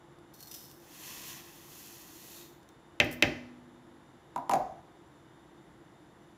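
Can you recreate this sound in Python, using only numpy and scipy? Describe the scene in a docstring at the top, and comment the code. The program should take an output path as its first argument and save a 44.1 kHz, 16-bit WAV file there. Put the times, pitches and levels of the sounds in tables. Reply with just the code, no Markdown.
"""A stream of sugar slides out of a plastic cup onto eggs in a glass mixing bowl.
Its countless small impacts merge into a hiss and a patter coloured by the resonances of the bowl.
Two knocks on the rim, to empty the cup, excite the modes of plastic and glass; the cup is then
set down on the worktop and rocks to rest. A small kitchen reverberates over an appliance's hum."""
import sys
import numpy as np
from scipy import signal
from scipy.io import wavfile

SR = 44100
rng = np.random.default_rng(int(sys.argv[2]) if len(sys.argv) > 2 else 0)


def inscribe(sig):
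    """Save sig as 16-bit PCM at rate SR to the path in sys.argv[1].

    A 1-D sig is mono; a 2-D sig holds one channel per row.
    Samples are clipped to [-1, 1] before scaling.
    """
    pcm = np.round(np.clip(np.atleast_2d(sig).T, -1, 1) * 32767)
    wavfile.write(sys.argv[1], SR, pcm.astype(np.int16))


N = 280917
TIME = np.arange(N) / SR


def sugar_stream(fall_s=.02, full_flow_db=-47.5, patter_db=-50.5, flow_exponent=.88):
    """Superposed random impacts: sugar patters on wet egg and hisses on its own heap."""
    # flow of the falling stream (t/s, level/dB)
    flow_curve = [(0.8, -67), (1.06, -47.5), (1.216, -48.5), (1.306, -46), (1.436, -57.5), (1.636, -57.5),
                  (1.802, -51.5), (2.108, -56.5), (2.368, -52), (2.434, -59), (2.6, -79.5)]
    # spectra of impacts on sugar and on egg (f/Hz, level/dB)
    hiss_spectrum = [(1760, -23.5), (3000, -7.5), (3560, -9), (3820, -21.5), (4140, -3.5), (4790, -7),
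                     (6660, -1), (7430, -2.5), (8070, -10), (9780, -5.5), (11600, -4), (12900, -2.5),
                     (15500, -7)]
    patter_spectrum = [(300, -7), (700, -16), (1450, -15.5), (1800, -4), (2250, -8.5), (3000, -4),
                       (3600, -5), (4700, -13), (6000, -6), (8000, -23.5)]
    # resonances of the bowl (f/Hz, width/Hz, gain/dB)
    bowl_peaks = [(1061, 166, 16), (1936, 16, 9.5), (2590, 170, 7)]
    flow = envelope(flow_curve) * wander(spread_db=.4, every_s=.02)
    arriving = np.interp(TIME - fall_s, TIME, flow) / gain_of(full_flow_db)
    covered_db = -5.5 * smooth_step(TIME, middle_s=1.62, length_s=.5)  # the heap buries the eggs
    on_egg = arriving ** flow_exponent * gain_of(patter_db + covered_db)
    hiss = shaped(grains(per_s=22000, spread_db=-1.4) * flow, hiss_spectrum)
    patter = shaped(grains(per_s=5000, spread_db=.2) * on_egg, patter_spectrum, bowl_peaks)
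    return hiss + patter


def sugar_in_cup(start_s=.335, tilted_s=.5, light_s=1):
    """Stick-slip friction: crystals scrape the cup, whose resonances shift as it tilts and empties."""
    # the heap slides, then the last sugar runs out (peak t/s, level/dB, rise and fall/(dB/s))
    heap_slide = (0.61, -51.5, 44, 76)
    run_out = (2.41, -54, 49, 130)
    # clumps break loose as the cup tilts and after the first knock (t/s, level/dB)
    clumps = [(.339, -55), (.390, -61), (.405, -50), (0.427, -50), (0.472, -49), (0.512, -43),
              (0.541, -39.5), (.714, -70), (3.043, -48), (3.112, -44), (3.126, -44)]
    # spectrum of the scraping (f/Hz, level/dB)
    grit = [(500, -28.5), (2200, -11), (3300, -9), (5000, -4.5), (7300, -2.5), (8300, -4.5), (10500, -4.5),
            (13000, 1), (15500, -3)]
    # resonances of the cup at each stage (f/Hz, width/Hz, gain/dB)
    cup_full = [(3700, 130, 13), (4320, 160, 16), (5230, 200, 7), (5880, 220, 11), (11900, 300, 4)]
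    cup_tilted = [(3000, 350, 7), (3650, 220, 9), (4350, 200, 5), (5220, 290, 11), (5900, 260, 10.5),
                  (11200, 250, 4), (13100, 400, 4)]
    cup_empty = [(2692, 380, 6.9), (3687, 630, 14.7), (4320, 280, 13.5), (5895, 300, 2.6), (6970, 450, 9.8)]
    slips = np.zeros(N)
    for s, db in clumps:
        add(slips, s, gain_of(db) * np.exp(-TIME[:SR // 5] / .0095))
    scrape = grains(per_s=6200, spread_db=1.5)
    tilted, heavy = TIME > tilted_s, TIME < light_s
    jerks = wander(spread_db=.5, every_s=.01)
    slide = hump(*heap_slide) * jerks * (TIME > start_s)
    sliding = scrape * (slide + slips * heavy)
    early = shaped(sliding * ~tilted, grit, cup_full) + shaped(sliding * tilted, grit, cup_tilted)
    late = shaped(scrape * hump(*run_out), grit, cup_empty)
    knocked_loose = shaped(scrape * slips * ~heavy, grit)
    return early + late + knocked_loose


def stray_crystals():
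    """Brief contacts have broad spectra: lone crystals tick and skitter on bare glass."""
    # impacts (t/s, level/dB)
    crystals = [(.187, -50), (.7136, -34), (2.524, -55), (2.631, -47.5), (2.690, -39)]
    # spectrum of a tick (f/Hz, level/dB)
    tick_spectrum = [(1500, -25), (2900, 3), (4300, 1), (6500, 1.5), (8300, -4), (13000, -5), (15500, -4.5)]
    out = np.zeros(N)
    for s, db in crystals:
        add(out, s, gain_of(db) * snap(tick_spectrum, scuff=.2, fade_s=.0018))
    return out


def rim_knocks(boom_db=-30, boom_t60=.51):
    """Impact excites the modes of cup, bowl and worktop; returns the sharp hits and their bass."""
    # blows on the rim (t/s, level/dB, snap relative to that level/dB, deep note gain/dB)
    blows = [(3.0010, 0.5, -5, -4.5), (3.2244, 0.5, -2.5, -7)]
    # modes of damped cup and glass, then the bowl's lowest, beating pair (f/Hz, level/dB, T60/s)
    clack_modes = [(316.4, -34.5, 0.053), (496, -35, 0.1), (570, -22, 0.033), (784, -44, .22),
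                   (1240, -42, .15), (1630, -38, .16), (2045, -29, .17), (1825, -24.5, 0.1),
                   (2083, -14, 0.024), (2416, -21.5, 0.024), (2620, -1, 0.01), (2860, -34.5, 0.11),
                   (3090, -8, 0.014), (3340, -21, 0.008), (3958, -15, 0.0029), (4530, -29, 0.0037),
                   (5960, -28, .004), (7000, -24.5, 0.002)]
    deep_modes = [(246, -37, 2), (247, -45.5, 1.8)]
    # spectra of the contact snap and of the worktop under the bowl (f/Hz, level/dB)
    snap_spectrum = [(200, -28.5), (1100, -10), (3000, 6), (5500, 2.5), (7200, -2.5), (8300, -16),
                     (10500, -15.5), (15500, -23.5)]
    boom_spectrum = [(45, -8), (85, 0), (150, 1), (200, -14.5), (260, 0.5), (340, 4), (420, -11),
                     (800, -45.5)]
    hits, note, shake = np.zeros((3, N))
    clack = ring(clack_modes, rise_s=.0005)
    deep = ring(deep_modes, rise_s=.0013, seconds=2)
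    for s, db, snap_db, note_db in blows:
        add(hits, s, gain_of(db) * clack)
        add(hits, s, gain_of(db + snap_db) * snap(snap_spectrum))
        add(note, s, gain_of(note_db) * deep)
        add(shake, s, gain_of(boom_db - 60 * TIME[:SR] / boom_t60))
    boom = shaped(shake * rng.standard_normal(N), boom_spectrum)  # crowded low modes merge into noise
    return hits, note + boom


def cup_set_down(tilted_hz=956, flat_hz=721):
    """Cavity resonance: the rocking cup clops on the worktop, lower as the gap under it closes."""
    # contacts of the rocking cup, and a faint echo just after the first (t/s, level/dB, tick level/dB)
    clops = [(4.3610, -14, -25.5), (4.3780, -51, -34), (4.4952, -9.5, -16), (4.5128, -19, -16),
             (4.5183, -15.5, -20), (4.5360, -7.5, -14.5), (4.5412, -23, -18.5), (4.5565, -22, -25.5)]
    # modes of the hollow cup (ratio to its pitch, level/dB, T60/s)
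    hollow_modes = [(.73, -24, 0.1), (.88, -21, 0.035), (1, -3.5, 0.025), (1.33, -16, .03)]
    # modes of the worktop (f/Hz, level/dB, T60/s)
    worktop_modes = [(102, -38, 0.23), (143, -38, 0.2), (290, -22, 0.068)]
    # spectrum of a tick (f/Hz, level/dB)
    tick_spectrum = [(300, 5), (1300, 10.5), (2400, 5), (4200, -2), (5700, -3.5), (6900, 4), (8000, -7),
                     (10000, -3.5), (13000, -8), (15500, -16)]
    out = np.zeros(N)
    thud = ring(worktop_modes, rise_s=.0038)
    for s, db, tick_db in clops:
        hz = tilted_hz + (flat_hz - tilted_hz) * smooth_step(s, middle_s=4.513, length_s=.018)
        add(out, s, gain_of(db) * (ring(hollow_modes, rise_s=.00092, pitch=hz) + thud))
        add(out, s, gain_of(tick_db) * snap(tick_spectrum, scuff=.16, fade_s=.003))
    return out


def near_echoes(x, split_hz=4200, scatter_s=.0018, direct_db=-1, scatter_db=5):
    """Scattering and reflection: the curved bowl smears the treble; near surfaces echo the rest."""
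    # reflections from bowl, worktop and wall (delay t/s, level/dB)
    echoes = [(.0019, -15.5), (.0049, -18), (.0086, -8), (0.0137, -24), (.0168, -21.5)]
    body = signal.sosfiltfilt(signal.butter(3, split_hz, fs=SR, output="sos"), x)
    treble = x - body
    scatter = rng.choice([-1., 1.], SR // 40) * np.exp(-TIME[:SR // 40] / scatter_s)
    scattered = signal.oaconvolve(treble, scatter / np.linalg.norm(scatter))[:N]
    out = body + gain_of(direct_db) * treble + gain_of(scatter_db) * scattered
    for s, db in echoes:
        add(out, s, gain_of(db) * body)
    return out


def kitchen_reverb(x, build_s=.007, early_boost=1.7, early_s=.016):
    """Reverberation: dense reflections, strongest from near walls, decay at a rate set by frequency."""
    # strength of the tail (f/Hz, level/dB)
    tail_spectrum = [(60, 1.5), (200, 4.5), (400, -5), (700, 3.5), (1050, -3.5), (1900, -5.5), (2700, -13),
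                     (5000, -8), (9000, -16), (15000, -5)]
    # reverberation time (f/Hz, T60/s)
    decay_times = [(80, 1), (250, 0.56), (700, 0.52), (1200, 0.52), (2500, 0.5), (6000, 0.58), (14000, .32)]
    hz, t, bands = signal.stft(rng.choice([-1., 1.], SR), SR, nperseg=512)
    t60 = at_frequency(decay_times, hz)[:, None]
    decay = gain_of(at_frequency(tail_spectrum, hz)[:, None] - 60 * t / t60)
    unit_energy = np.sqrt(2 * np.log(1000) / (t60 * SR))
    tail = signal.istft(bands * decay * unit_energy, SR, nperseg=512)[1][:SR]
    onset = 1 - np.exp(-(TIME[:SR] / build_s) ** 2)
    near_walls = 1 + early_boost * np.exp(-TIME[:SR] / early_s)
    return signal.oaconvolve(x, tail * onset * near_walls)[:N]


def appliance_hum(waver=.65):
    """Random modulation of amplitude and phase widens each tone of an appliance into a narrow band."""
    # tones (f/Hz, rms level/dB)
    tones = [(129.2, -81.5), (301.5, -79.5), (344.5, -66), (689.1, -78.5), (2945, -86), (3289, -91.5),
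             (3628, -82.5), (5938, -90.5), (7214, -90), (10449, -94.5)]
    hum = np.zeros(N)
    for hz, db in tones:
        knots = np.arange(0, N / SR + 1, .1 if hz < 1000 else .02)  # high whines flutter faster
        phasors = 1 + waver * (rng.standard_normal((len(knots), 2)) @ [1, 1j])
        drift = np.interp(TIME, knots, phasors)
        hum += gain_of(db) * unit_rms((drift * np.exp(2j * np.pi * hz * TIME)).real)
    return hum


def background_noise(air_db=-59, fizz_db=-73.5, rumble_db=-65.5, drone_db=-67):
    """Incoherent noises add in power: room air, microphone fizz, rumble and a low drone."""
    # spectra of the four noises (f/Hz, relative level/dB)
    air_spectrum = [(120, -25), (200, -11.5), (265, -13.5), (294, -1), (348, -1), (369, -8.5), (432, -10),
                    (548, -11), (574, -13.5), (621, -13), (882, -10.5), (1130, -14.5), (2020, -20),
                    (2560, -30.5), (3000, -27.5), (3900, -56), (6600, -120)]
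    fizz_spectrum = [(2000, -12), (3000, -5.5), (3600, 3), (4000, -5), (6400, -10), (7350, -3.5),
                     (8000, -16), (8800, -15), (10500, -8.5), (11300, -11), (11800, -19), (15500, -26)]
    rumble_spectrum = [(15, -44.5), (25, -14.5), (38, -7), (70, -8.5), (86, -5), (113, -9.5), (140, 0.5),
                       (204, -16.5), (260, -11.5), (340, -38), (570, -120)]
    drone_spectrum = [(50, -24.5), (100, -2), (135, 7.5), (175, 7), (260, 2.5), (400, -34)]
    # the drone swells at the end (peak t/s, level/dB, rise and fall/(dB/s))
    swell = (7, -52, 40, 8)
    air = gain_of(air_db) * shaped(rng.standard_normal(N), air_spectrum)
    fizz = gain_of(fizz_db) * shaped(rng.standard_normal(N), fizz_spectrum)
    rumble = gain_of(rumble_db) * shaped(rng.standard_normal(N), rumble_spectrum)
    drone = (gain_of(drone_db) + hump(*swell)) * shaped(rng.standard_normal(N), drone_spectrum)
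    return air + fizz + rumble + drone


def grains(per_s, spread_db):
    """Shot noise of rms 1: crystals of uneven size strike at random times."""
    strikes = rng.random(N) < per_s / SR
    size = np.minimum(rng.exponential(1, N), 4)
    return unit_rms(strikes * rng.standard_normal(N) * gain_of(spread_db * size))


def ring(modes, rise_s, pitch=1, seconds=1):
    """Free vibration: the damped sines of a struck body, building up while the contact lasts."""
    t = TIME[:seconds * SR]
    tones = sum(gain_of(db - 60 * t / t60) * np.sin(2 * np.pi * hz * pitch * t) for hz, db, t60 in modes)
    return tones * (1 - np.exp(-(t / rise_s) ** 2))


def snap(spectrum, scuff=0, fade_s=1):
    """Response to a contact force: one impulse and an optional scuff of friction."""
    t = TIME[:SR // 20]
    force = scuff * rng.standard_normal(len(t)) * np.exp(-t / fade_s)
    force[0] = 1
    return signal.fftconvolve(force, impulse_response(spectrum))


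def impulse_response(spectrum, peaks=(), size=4096):
    """Minimum-phase response of energy 1 with this spectrum and these resonances."""
    hz = abs(np.fft.fftfreq(size, 1 / SR))
    resonance_db = sum(db / (1 + (2 * (hz - f) / width) ** 2) for f, width, db in peaks)
    log_gain = np.log(gain_of(at_frequency(spectrum, hz) + resonance_db))
    response = np.fft.ifft(np.exp(np.conj(signal.hilbert(log_gain)))).real[:size // 2]
    return response / np.linalg.norm(response)


def shaped(x, spectrum, peaks=()):
    """Convolution imposes a spectrum and resonances on x."""
    return signal.oaconvolve(x, impulse_response(spectrum, peaks))[:N]


def at_frequency(points, hz):
    """Interpolation on a logarithmic frequency axis."""
    f, value = np.transpose(points)
    return np.interp(np.log(hz + 1), np.log(f + 1), value)


def envelope(points):
    """A level curve as a gain per sample, silent outside its span."""
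    return gain_of(np.interp(TIME, *np.transpose(points), left=-200, right=-200))


def hump(peak_s, db, rise_db_per_s, fall_db_per_s):
    """Exponential growth to one peak, then exponential decay."""
    return gain_of(db - np.maximum(rise_db_per_s * (peak_s - TIME), fall_db_per_s * (TIME - peak_s)))


def wander(spread_db, every_s):
    """A gain for random amplitude modulation."""
    knots = np.arange(0, N / SR + 1, every_s)
    return gain_of(spread_db * np.interp(TIME, knots, rng.standard_normal(N)[:len(knots)]))


def smooth_step(t, middle_s, length_s):
    """A sigmoid transition from 0 to 1."""
    return .5 + .5 * np.tanh(2 * (t - middle_s) / length_s)


def gain_of(db):
    """Decibels to amplitude."""
    return 10 ** (np.asarray(db) / 20)


def unit_rms(x):
    """Normalisation to rms 1."""
    return x / np.sqrt(np.mean(x ** 2) + 1e-20)


def add(mix, s, sound):
    """Superposes a sound on the mix from time s."""
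    part = mix[round(s * SR):][:len(sound)]
    part += sound[:len(part)]


def scene():
    """Superposition of the close sugar, knocks and cup, their reverberation and the background."""
    hits, bass = rim_knocks()
    cup = cup_set_down()
    sugar = sugar_in_cup() + sugar_stream() + stray_crystals()
    room = kitchen_reverb(hits + gain_of(.5) * cup + gain_of(-1.5) * sugar)
    return (sugar + near_echoes(hits) + bass + cup + room + background_noise() + appliance_hum())[None]


def record(dry, bass_hz=42, edge_hz=15600):
    """Band limiting: the microphone's bass roll-off and a steep treble cut."""
    thinned = signal.sosfilt(signal.butter(4, bass_hz, "high", fs=SR, output="sos"), dry)
    low_pass = signal.firwin(511, edge_hz, window=("kaiser", 9), fs=SR)
    return signal.oaconvolve(thinned, low_pass[None], "same")


dry = scene()
out = record(dry)
inscribe(out)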